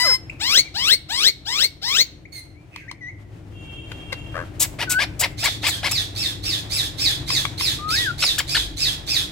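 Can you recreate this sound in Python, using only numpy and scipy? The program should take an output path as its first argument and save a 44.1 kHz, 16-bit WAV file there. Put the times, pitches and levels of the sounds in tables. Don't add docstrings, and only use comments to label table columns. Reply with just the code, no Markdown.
import sys
import numpy as np
from scipy import signal
from scipy.fft import rfft, irfft, next_fast_len
from scipy.io import wavfile

SR = 44100
rng = np.random.default_rng(int(sys.argv[2]) if len(sys.argv) > 2 else 0)


def store_wav(level_fs):
    pcm = np.round(np.clip(np.atleast_2d(level_fs), -1, 1) * 32767)
    wavfile.write(sys.argv[1], SR, pcm.T.astype(np.int16))


N = 410571
EDGE_HZ = 15900

# start in seconds, gain in dB.
RISING_CALLS = [(.394, 0.5), (.738, -1), (1.085, -1.5), (1.448, -3), (1.813, -1.5)]
# frequency in Hz, strength in dB.
RISING_THROAT = [(400, 0.5), (700, -4), (1100, -9), (2000, -8), (2900, -4), (3900, 2), (4600, -4),
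                 (5400, -0.5), (6400, -15), (7800, -12.5), (9500, -25.5), (15500, -21)]
# frequency in Hz, strength in dB.
GROWL_COLOUR = [(200, -5), (450, 25), (800, -17.5), (1300, -40), (3000, -30.5), (15500, -64.5)]


def rising_screeches():
    growl = note(start_s=.15, length_s=.066, db=-39, first_hz=729, middle_hz=539, last_hz=461,
                 attack_s=.05, release_s=0.0098, rasp=0.22)
    screeches = series(RISING_CALLS, rising_course(), RISING_THROAT, jitter=.017, jitter_hz=400, shimmer_db=1.5,
                       second_db=5.0, doubling=0.3, fray=.4, patchy_db=5.5, attack_s=0.021)
    return screeches + series(RISING_CALLS, growl, GROWL_COLOUR, jitter=0.04, jitter_hz=200,
                              shimmer_db=8.0, attack_s=0.0088)


RISE_LENGTH_S, RISE_RELEASE_S = 0.23, 0.03
RISE_HZ, CREEP_HZ_PER_S = 850, 2300
SCOOP_HZ, SCOOP_S = 274.4, .025
LEAP_HZ, LEAP_AT_S, LEAP_S = 945, .168, .017
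RISE_DB, RISE_DB_PER_OCTAVE = -23.5, 11
RISE_RASP, LEAP_RASP = 0.053, 0.066
HARSH_AT_S, HARSH_S = 0.14, .04


def rising_course():
    t = np.arange(0, RISE_LENGTH_S, 1 / SR)
    scoop = SCOOP_HZ * np.exp(-t / SCOOP_S)
    hz = RISE_HZ + CREEP_HZ_PER_S * t - scoop + LEAP_HZ * step(t, LEAP_AT_S, LEAP_S)
    release_db = 2 * envelope_db(t, 1 / SR, RISE_RELEASE_S)
    db = RISE_DB + RISE_DB_PER_OCTAVE * np.log2(hz / RISE_HZ) + release_db
    return np.transpose([t, hz, db, RISE_RASP + LEAP_RASP * bump(t, HARSH_AT_S, HARSH_S)])


# start in seconds, gain in dB, factor on pitch.
FALLING_CALLS = [(5.368, -2, 0.95), (5.611, -2.5, .91), (5.874, -1, 0.95), (6.146, -.5, 0.97),
                 (6.421, 0, 0.97), (6.693, 1.5, .96), (6.972, 3, 0.96), (7.263, 2.5, 0.96),
                 (7.571, 2.5, 0.98), (7.876, 2.5, 0.95), (8.174, 2, .99), (8.467, 0.5, 0.94),
                 (8.761, 1.5, .95), (9.060, 2.5, 0.95)]
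# frequency in Hz, strength in dB.
FALLING_THROAT = [(600, 1.5), (1500, -1), (2500, -6.5), (3000, -1), (3600, 6), (4400, -1), (5300, -4.5),
                  (6300, -7), (8000, -10.5), (11000, -15.5), (15500, -23.5)]


def falling_screeches():
    return series(FALLING_CALLS, falling_course(), FALLING_THROAT, jitter=.028, jitter_hz=453, shimmer_db=7,
                  fray=.7, second_db=8, doubling=0.38, attack_s=.028)


FALL_LENGTH_S = .19
FALL_END_HZ, ARCH_HZ, ARCH_AT_S, ARCH_S = 1754, 1006, .054, .043
FALL_DB, LOUDEST_AT_S, SWELL_DB_PER_S, FADE_DB_PER_S = -20, 0.11, 63, 219
FALL_RASP, CLEAR_RASP, CLEAR_AT_S, CLEAR_S = .75, .1, .083, .078


def falling_course():
    t = np.arange(0, FALL_LENGTH_S, 1 / SR)
    hz = FALL_END_HZ + ARCH_HZ * bump(t, ARCH_AT_S, ARCH_S)
    swell_db = SWELL_DB_PER_S * (t - LOUDEST_AT_S)
    fade_db = FADE_DB_PER_S * (LOUDEST_AT_S - t)
    rasp = FALL_RASP + (CLEAR_RASP - FALL_RASP) * bump(t, CLEAR_AT_S, CLEAR_S)
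    return np.transpose([t, hz, FALL_DB + np.minimum(swell_db, fade_db), rasp])


# start in seconds, gain in dB, factor on pitch, factor on length.
SQUAWK_CALLS = [(4.602, -11.5, 1, 0.85), (4.785, -3.5, 0.84, 0.83), (4.897, -10.5, 1.15, 0.7),
                (4.985, -0.5, 1.06, 0.86), (5.206, -0.5, 0.94, 0.82), (5.424, -0.5, 0.96, 0.9),
                (5.629, 0, 1.06, 0.91), (5.827, 0, 0.98, 0.84)]
# start in seconds, gain in dB, factor on pitch, factor on length.
YELP_CALLS = [(5.911, -14.5, 0.77, 0.67), (8.223, -2.5, 0.9, 0.67), (8.380, -5, 1.0, 0.88),
              (8.546, -4, 1.07, 0.97)]
# frequency in Hz, strength in dB.
SQUAWK_COLOUR = [(350, -9), (650, 8.5), (1200, -2.5), (2300, 5.5), (3500, 0), (5200, -4.5), (6400, -16.5),
                 (8000, -16), (10000, -18), (15500, -29)]


def squawks_and_yelps():
    squawk = push(length_s=.075, top_s=.045, first_hz=541, top_hz=1144, last_hz=533,
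                  db=-19, slack_db=-11, rasp=.3, release_s=0.0029)
    yelp = push(length_s=.036, top_s=0.0125, first_hz=1114, top_hz=1700, last_hz=586,
                db=-15, slack_db=-2.5, rasp=.15, release_s=0.0055)
    squawks = series(SQUAWK_CALLS, squawk, SQUAWK_COLOUR, jitter=0.0396, jitter_hz=260, second_db=4.0,
                     shimmer_db=8, doubling=0.85, attack_s=0.0046)
    return squawks + series(YELP_CALLS, yelp, SQUAWK_COLOUR, jitter=0.037, jitter_hz=302,
                            shimmer_db=16, attack_s=0.001)


# frequency in Hz, strength in dB.
LEVEL_COLOUR = [(450, -9), (1030, -9), (2060, -3.5), (3100, -12.5), (4100, -7.5), (5200, -2.5), (6200, -17),
                (8200, -19.5), (10000, -25.5), (15500, -24)]
# frequency in Hz, strength in dB.
PURR_COLOUR = [(300, -9), (700, -6), (1100, -7.5), (1500, 0), (2100, -16), (3200, -26), (8000, -39),
               (15500, -47)]


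def level_screech():
    out = np.zeros(N)
    steady = note(start_s=0, length_s=.173, db=-17.0, first_hz=976, middle_hz=1028, last_hz=1025,
                  attack_s=0.00062, release_s=0.033, rasp=0.049)
    under = note(start_s=.026, length_s=.114, db=-27.5, first_hz=800, middle_hz=544, last_hz=380,
                 attack_s=0.025, release_s=0.044, rasp=.02)
    add(out, *syrinx(steady, LEVEL_COLOUR, jitter=0.006, jitter_hz=200, shimmer_db=1.5, second_db=2))
    add(out, *syrinx(under, PURR_COLOUR, jitter=0.011, jitter_hz=199, shimmer_db=0))
    return out


def purr(start_s=4.34, length_s=.11, db=-28.0, rate_hz=85.0, beat_hz=560):
    out = np.zeros(N)
    t = np.arange(0, length_s, 1 / SR)
    bursts = np.sin(np.pi * rate_hz * (t + 0.0014)) ** 4
    turns = np.cumsum(beat_hz * (1 + 0.11 * wobble(len(t), 150))) / SR
    beats = np.diff(np.floor(turns), prepend=0)
    gain = gain_of(db + envelope_db(t, attack_s=0.011, release_s=0.058))
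    add(out, start_s, gain * coloured(beats * bursts, PURR_COLOUR))
    return out


# time in seconds, pitch in Hz, level in dB.
LEVEL_CURVE = [(4.87, 1580, -37), (4.884, 1486, -28.5), (4.932, 1464, -23.5), (4.98, 1523, -17.5),
               (5.012, 1735, -21.5)]
ARCHED_CURVE = [(7.785, 1208, -49), (7.795, 1182, -37), (7.913, 1294, -26), (7.975, 1858, -28.5),
                (8.009, 1950, -26), (8.043, 1860, -30), (8.083, 1500, -21.5), (8.109, 1396, -23.5),
                (8.128, 1370, -59)]


def long_whistles():
    return whistles([LEVEL_CURVE, ARCHED_CURVE])


# start in seconds, length in seconds, level in dB, first pitch in Hz,
# middle pitch in Hz, last pitch in Hz.
SOFT_CHIRPS = [(.295, 0.009, -26.5, 1850, 2490, 2900), (0.639, 0.055, -39.5, 2160, 2350, 1880),
               (2.251, 0.013, -40.5, 1775, 2210, 2500), (2.531, 0.12, -58.5, 1890, 2335, 2310),
               (2.805, 0.087, -56, 1930, 1560, 1730), (2.877, .03, -36, 1700, 2050, 2510),
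               (3.003, .112, -35.5, 2107, 1940, 2320)]


def chirps():
    courses = []
    for s, length, *voice in SOFT_CHIRPS:
        courses.append(note(s, length, *voice, attack_s=0.25 * length, release_s=0.25 * length))
    return whistles(courses)


def whistles(courses):
    out = np.zeros(N)
    for rows in courses:
        t, hz, db = played(rows)[:3]
        phase = 2 * np.pi * np.cumsum(hz * (1 + 0.0026 * wobble(len(t), 120))) / SR
        tone = np.sin(phase) + gain_of(-28) * np.sin(2 * phase) + gain_of(-25.5) * np.sin(3 * phase)
        gain = gain_of(db + envelope_db(t, attack_s=.004, release_s=.004))
        add(out, t[0], np.sqrt(2) * gain * tone)
    return out


# start in seconds,
# level in dB, length in seconds.
BEAK_HISSES = [(0.298, -49, .008), (2.252, -78, 0.0066), (4.596, -12.5, 0.057), (4.894, -17, 0.049),
               (5.193, -15.5, 0.037), (5.438, -19, 0.031), (5.664, -21, 0.055), (5.911, -18, 0.015),
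               (8.382, -16.5, 0.015)]
# frequency in Hz, relative strength in dB per Hz.
HISS_COLOUR = [(1180, -23.5), (2000, -37), (2660, -15), (2950, -22.5), (3630, -13), (4210, -16.5),
               (4920, -12), (5840, -13), (7840, -3.5), (8400, -8), (9490, -12.5), (10900, -14),
               (12400, -8.5), (14100, -16), (15800, -9)]


def hisses():
    out = np.zeros(N)
    for s, db, length in BEAK_HISSES:
        shape = [(0, -16), (length * 0.12, -2), (length * 0.62, 0), (length * 0.7, -6), (length, -20)]
        t, shape_db = played(shape)
        add(out, s, gain_of(db + shape_db) * coloured(rng.standard_normal(len(t)), HISS_COLOUR))
    return out


# start in seconds, level in dB, length in seconds, pulse rate in Hz.
CLUCK_CALLS = [(2.76, -24.5, 0.0076, 1110), (2.912, -24, 0.0104, 1066), (3.915, -25.5, 0.015, 526),
               (4.121, -19.5, 0.029, 540), (7.301, -14.5, 0.015, 1073), (7.45, -13.5, 0.013, 1137),
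               (7.607, -16, .014, 1053)]
# frequency in Hz, strength in dB.
CLUCK_COLOUR = [(300, -2.5), (600, -4), (1050, -6.5), (1500, -3), (2200, -6.5), (3000, -9.5), (4000, -10),
                (8000, -30), (15500, -40)]


def clucks():
    out = np.zeros(N)
    for s, db, length, hz in CLUCK_CALLS:
        rows = [(s, hz, db - 21, .2),
                (s + length * 0.26, hz, db, .2),
                (s + length * 0.44, hz * .95, db - 9.5, .2),
                (s + length, hz * 0.68, db - 32, .2)]
        add(out, *syrinx(rows, CLUCK_COLOUR, jitter=.03, jitter_hz=300, shimmer_db=2))
    return out


# frequency in Hz, strength in dB.
PEEP_COLOUR = [(2200, -7.5), (4400, -2), (6500, -14), (8600, -13), (11000, -23), (15500, -18)]
MUTTER_COLOUR = [(1200, -23), (2000, 5), (2700, 7), (3400, -14), (5000, -17), (8000, -24), (15500, -35)]


def peep_and_mutter():
    out = np.zeros(N)
    clean = note(start_s=2.32, length_s=.086, db=-36.5, first_hz=2210, middle_hz=2134, last_hz=2025,
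                 attack_s=0.0099, release_s=.01, rasp=.05)
    mutter = note(start_s=2.712, length_s=0.13, db=-42.5, first_hz=2780, middle_hz=2270, last_hz=1915,
                  attack_s=0.043, release_s=0.041, rasp=.2)
    add(out, *syrinx(clean, PEEP_COLOUR, jitter=0.0025, jitter_hz=199, shimmer_db=16))
    add(out, *syrinx(mutter, MUTTER_COLOUR, jitter=0.043, jitter_hz=250, shimmer_db=17))
    return out


# frequency in Hz, strength in dB.
BREATH_COLOUR = [(300, -7), (1000, -7), (3000, 1), (6000, 6), (15500, 11)]


def syrinx(rows, throat, jitter, jitter_hz, shimmer_db, second_db=0, doubling=0, fray=0, patchy_db=4):
    t, hz, db, rasp = played(rows)
    rasp = np.clip(rasp, 0, 1)
    turns = np.cumsum(hz * (1 + jitter * wobble(len(t), jitter_hz))) / SR
    k = np.arange(1, int(EDGE_HZ / hz.min()) + 1)[:, None]
    drift, flutter = drifts(t, .04, len(k)), drifts(t, .002, len(k))
    partial_db = read(throat, k * hz) + second_db * (k == 2) + patchy_db * drift * (k > 2)
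    weight = gain_of(partial_db) * (k * hz < EDGE_HZ)
    frayed = (1 + fray * flutter) / np.sqrt(1 + fray ** 2 / 2)
    partials = weight * frayed * np.cos(2 * np.pi * (k * turns + rng.random(k.shape)))
    tone = partials.sum(0) / np.sqrt((weight ** 2).sum(0) / 2)
    tone *= 1 + doubling * np.sqrt(rasp) * wobble(len(t), 60) * np.cos(np.pi * turns)
    puffs = rng.standard_normal(len(t)) * (1 + 0.38 * np.cos(2 * np.pi * turns))
    air = coloured(coloured(puffs, throat), BREATH_COLOUR)
    shimmer = evened(gain_of(shimmer_db * np.sqrt(rasp) * np.tanh(wobble(len(t), 350))))
    return t[0], gain_of(db) * shimmer * (np.sqrt(1 - rasp) * tone + np.sqrt(rasp) * air)


def series(calls, course, throat, attack_s, **voice):
    after, hz, db, rasp = np.transpose(course)

    def varied(s, gain_db, pitch=1, length=1):
        return np.transpose([s + after * length, hz * pitch, db + gain_db, rasp])

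    out = np.zeros(N)
    for row in calls:
        start, call = syrinx(varied(*row), throat, **voice)
        fade_in = np.minimum(np.arange(len(call)) / SR / attack_s, 1)
        add(out, start, call * fade_in)
    return out


def push(length_s, top_s, first_hz, top_hz, last_hz, db, slack_db, rasp, release_s):
    t = np.arange(0, length_s, 1 / SR)
    effort = np.sin(np.pi * np.interp(t, [0, top_s, length_s], [0, .5, 1]))
    slack_hz = np.where(t < top_s, first_hz, last_hz)
    level = db + slack_db * (1 - effort) + envelope_db(t, 1 / SR, release_s)
    return np.transpose([t, slack_hz + (top_hz - slack_hz) * effort, level, rasp * effort])


def note(start_s, length_s, db, first_hz, middle_hz, last_hz, attack_s, release_s, rasp=0):
    t = np.arange(0, length_s, 1 / SR)
    bow = np.polyfit([0, .5, 1], [first_hz, middle_hz, last_hz], 2)
    hz = np.polyval(bow, t / length_s)
    return np.transpose([start_s + t, hz, db + envelope_db(t, attack_s, release_s), np.full(len(t), rasp)])


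# multiple, strength in dB.
HUM_PARTIALS = [(1, 8.5), (2, -10.5), (3, -15)]
MOTOR_START_S, MOTOR_ATTACK_S, MOTOR_DB = 3.05, 0.16, -42
IDLE_HZ, REV_HZ, REV_AT_S, REV_S = 101.65, 34, 6.92, .13
LEAVES_AT_S, LEAVE_DB_PER_S = 8.3, 11


def motor():
    out = np.zeros(N)
    t = np.arange(MOTOR_START_S, N / SR, 1 / SR)
    hz = IDLE_HZ + REV_HZ * step(t, REV_AT_S, REV_S)
    leaving_db = LEAVE_DB_PER_S * np.maximum(t - LEAVES_AT_S, 0)
    db = MOTOR_DB - leaving_db + envelope_db(t, MOTOR_ATTACK_S, 1 / SR)
    phase = 2 * np.pi * np.cumsum(hz * (1 + 0.0472 * wobble(len(t), 24.8))) / SR
    hum = evened(sum(gain_of(partial_db) * np.sin(k * phase) for k, partial_db in HUM_PARTIALS))
    add(out, t[0], gain_of(db + 2.3 * wobble(len(t), 4.8)) * hum)
    return out * gain_of([[1.4], [-1.6]])


# frequency in Hz, relative strength in dB.
HORN_PARTIALS = [(2290, -12), (2748, 5), (3206, 4.5), (3664, -14), (6870, -17.5), (8700, -18)]


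def horn(start_s=3.5, length_s=0.95, db=-45, flutter_db=4.0):
    out = np.zeros(N)
    t = np.arange(0, length_s, 1 / SR)
    seconds = np.cumsum(1 + 0.0084 * wobble(len(t), 76)) / SR
    tone = sum(gain_of(line_db + flutter_db * wobble(len(t), 25)) * np.sin(2 * np.pi * hz * seconds)
               for hz, line_db in HORN_PARTIALS)
    add(out, start_s, gain_of(db + envelope_db(t, attack_s=0.11, release_s=0.25)) * evened(tone))
    return out


# frequency in Hz, relative strength in dB
# (per Hz).
DRONE_SPECTRUM = [(15, -23), (30, -38), (45, -7), (60, -14), (90, -28.5), (200, -77.5)]
ENGINE_SPECTRUM = [(30, -35), (60, -3), (80, -3), (105, -0.5), (135, -4), (170, -8), (230, -18.5),
                   (305, -5.5), (400, -18.5), (600, -24.5), (1500, -64.5)]
TYRE_SPECTRUM = [(150, 1), (400, -4.5), (700, 3), (1200, -5), (2400, -6.5), (4000, -15), (8000, -21),
                 (15500, -31)]
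# time in seconds, half duration in seconds, gain of the drone in dB,
# gain of the engines in dB, gain of the tyres in dB.
VEHICLES = [(.3, 0.64, 7, 4.5, 7.5), (4.55, 0.4, 1, 0.5, .5), (7.2, 0.68, 4, 1.5, 1.5),
            (8.68, 0.39, 11, -1, -1.5)]
NEAR_AT_S, NEARING_S = 3.43, 0.17
# level in dB while far, gain in dB once near
DRONE_DB, ENGINES_DB, TYRES_DB = (-57, 10), (-46, 9), (-59, 11.5)


def street():
    t = np.arange(N) / SR
    near = step(t, NEAR_AT_S, NEARING_S)
    passing = sum(np.outer(gains_db, bump(t, s, width)) for s, width, *gains_db in VEHICLES)
    approach = [far_db + gain_db * near for far_db, gain_db in (DRONE_DB, ENGINES_DB, TYRES_DB)]
    levels = gain_of(np.array(approach) + passing)
    layers = (street_noise(DRONE_SPECTRUM, flutter_db=0.5),
              street_noise(ENGINE_SPECTRUM, flutter_db=0.8),
              street_noise(TYRE_SPECTRUM, flutter_db=2.0))
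    mix = sum(level * layer for level, layer in zip(levels, layers))
    return mix * gain_of([[1.4], [-1.6]])


# frequency in Hz, likeness from 0 to 1.
STREET_LIKENESS = [(50, 0.88), (150, 0.94), (400, 0.67), (1000, 0.059), (4000, .2)]


def street_noise(colour, flutter_db):
    size = next_fast_len(N)
    left, other = rfft(rng.standard_normal((2, size)))
    same = np.clip(read(STREET_LIKENESS, np.fft.rfftfreq(size, 1 / SR)), 0, 1)
    right = same * left + np.sqrt(1 - same ** 2) * other
    pair = irfft([left, right], size)[:, :N]
    return np.array([coloured(x, colour) for x in pair]) * gain_of(flutter_db * wobble(size, 10)[:N])


# frequency in Hz, time to fade by 60 dB in seconds.
YARD_FADE = [(200, 0.1), (2000, 0.48), (4500, 0.38), (8000, 0.35), (15000, 0.28)]


def yard():
    size = SR // 2
    taps = rng.standard_normal((2, 2, size)) * (rng.random((2, 2, size)) < 4000 / SR)
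    t = np.arange(size) / SR
    near = taps[0] * gain_of(-60 * t / 0.098) * (t > .001)
    hz, frame_s, bands = signal.stft(taps[1] * (t > .008), SR, nperseg=256)
    fade = gain_of(-60 * frame_s / read(YARD_FADE, hz)[:, None])
    tail = signal.istft(bands * fade, SR, nperseg=256)[1][:, :size]
    return [x / np.linalg.norm(x, axis=1, keepdims=True) for x in (near, tail)]


def placed(x, left_db, lead_ms, direct_db, near_db, tail_db):
    near, tail = yard()
    size = next_fast_len(N + SR // 2)
    hz = np.fft.rfftfreq(size, 1 / SR)
    side = np.array([[.5], [-.5]])
    direct = gain_of(direct_db + side * left_db) * np.exp(2j * np.pi * hz * side * lead_ms / 1000)
    echoes = rfft(gain_of(near_db) * near + gain_of(tail_db) * tail, size)
    return irfft(rfft(x, size) * (direct + echoes), size)[:, :N]


def gain_of(db):
    return 10 ** (np.asarray(db) / 20)


def evened(x):
    return x / np.sqrt(np.mean(x ** 2) + 1e-20)


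def read(points, hz):
    f, value = np.transpose(points)
    return np.interp(np.log(hz + 1), np.log(f + 1), value)


def played(rows):
    s, *columns = np.transpose(rows)
    t = np.arange(s.min(), s.max(), 1 / SR)
    return [t] + [np.interp(t, s, c) for c in columns]


def add(mix, s, sound):
    part = mix[max(round(s * SR), 0):][:len(sound)]
    part += sound[:len(part)]


def coloured(x, colour):
    size = next_fast_len(len(x))
    gain = gain_of(read(colour, np.fft.rfftfreq(size, 1 / SR)))
    return evened(irfft(rfft(x, size) * gain, size)[:len(x)])


def wobble(size, rate_hz):
    hz = np.fft.rfftfreq(size, 1 / SR)
    return evened(irfft(rfft(rng.standard_normal(size)) / (1 + (hz / rate_hz) ** 2), size))


def drifts(t, step_s, count):
    knots = np.arange(t[0], t[-1] + step_s, step_s)
    return np.array([np.interp(t, knots, x) for x in rng.standard_normal((count, len(knots)))])


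def step(t, at_s, width_s):
    return .5 + .5 * np.tanh(.5 * (t - at_s) / width_s)


def bump(t, at_s, width_s):
    return np.exp(-((t - at_s) / width_s) ** 2)


def envelope_db(t, attack_s, release_s):
    gain = np.minimum((t - t[0]) / attack_s, 1) * np.minimum((t[-1] - t) / release_s, 1)
    return 20 * np.log10(np.maximum(gain, 1e-3))


def scene():
    left = rising_screeches() + level_screech() + long_whistles() + clucks() + purr()
    birds = placed(left, left_db=8.0, lead_ms=.11, direct_db=-1.34, near_db=-10.0, tail_db=-22.5)
    birds += placed(chirps(), left_db=7, lead_ms=.11, direct_db=-0.5, near_db=-7.5, tail_db=-10)
    birds += placed(squawks_and_yelps() + hisses(), left_db=5, lead_ms=0.027,
                    direct_db=-0.5, near_db=-6.5, tail_db=-19.5)
    birds += placed(falling_screeches() + peep_and_mutter(), left_db=-6.0, lead_ms=-0.489,
                    direct_db=-4.0, near_db=-4, tail_db=-6.5)
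    far = placed(horn(), left_db=5, lead_ms=.1, direct_db=-7, near_db=-8, tail_db=0)
    return birds + street() + motor() + far


def record(dry):
    rounded = dry / (1 + (dry / .95) ** 8) ** (1 / 8)
    band_limit = signal.firwin(301, EDGE_HZ, window=("kaiser", 9), fs=SR)
    return signal.oaconvolve(rounded, band_limit[None], "same")


dry = scene()
out = record(dry)
store_wav(out)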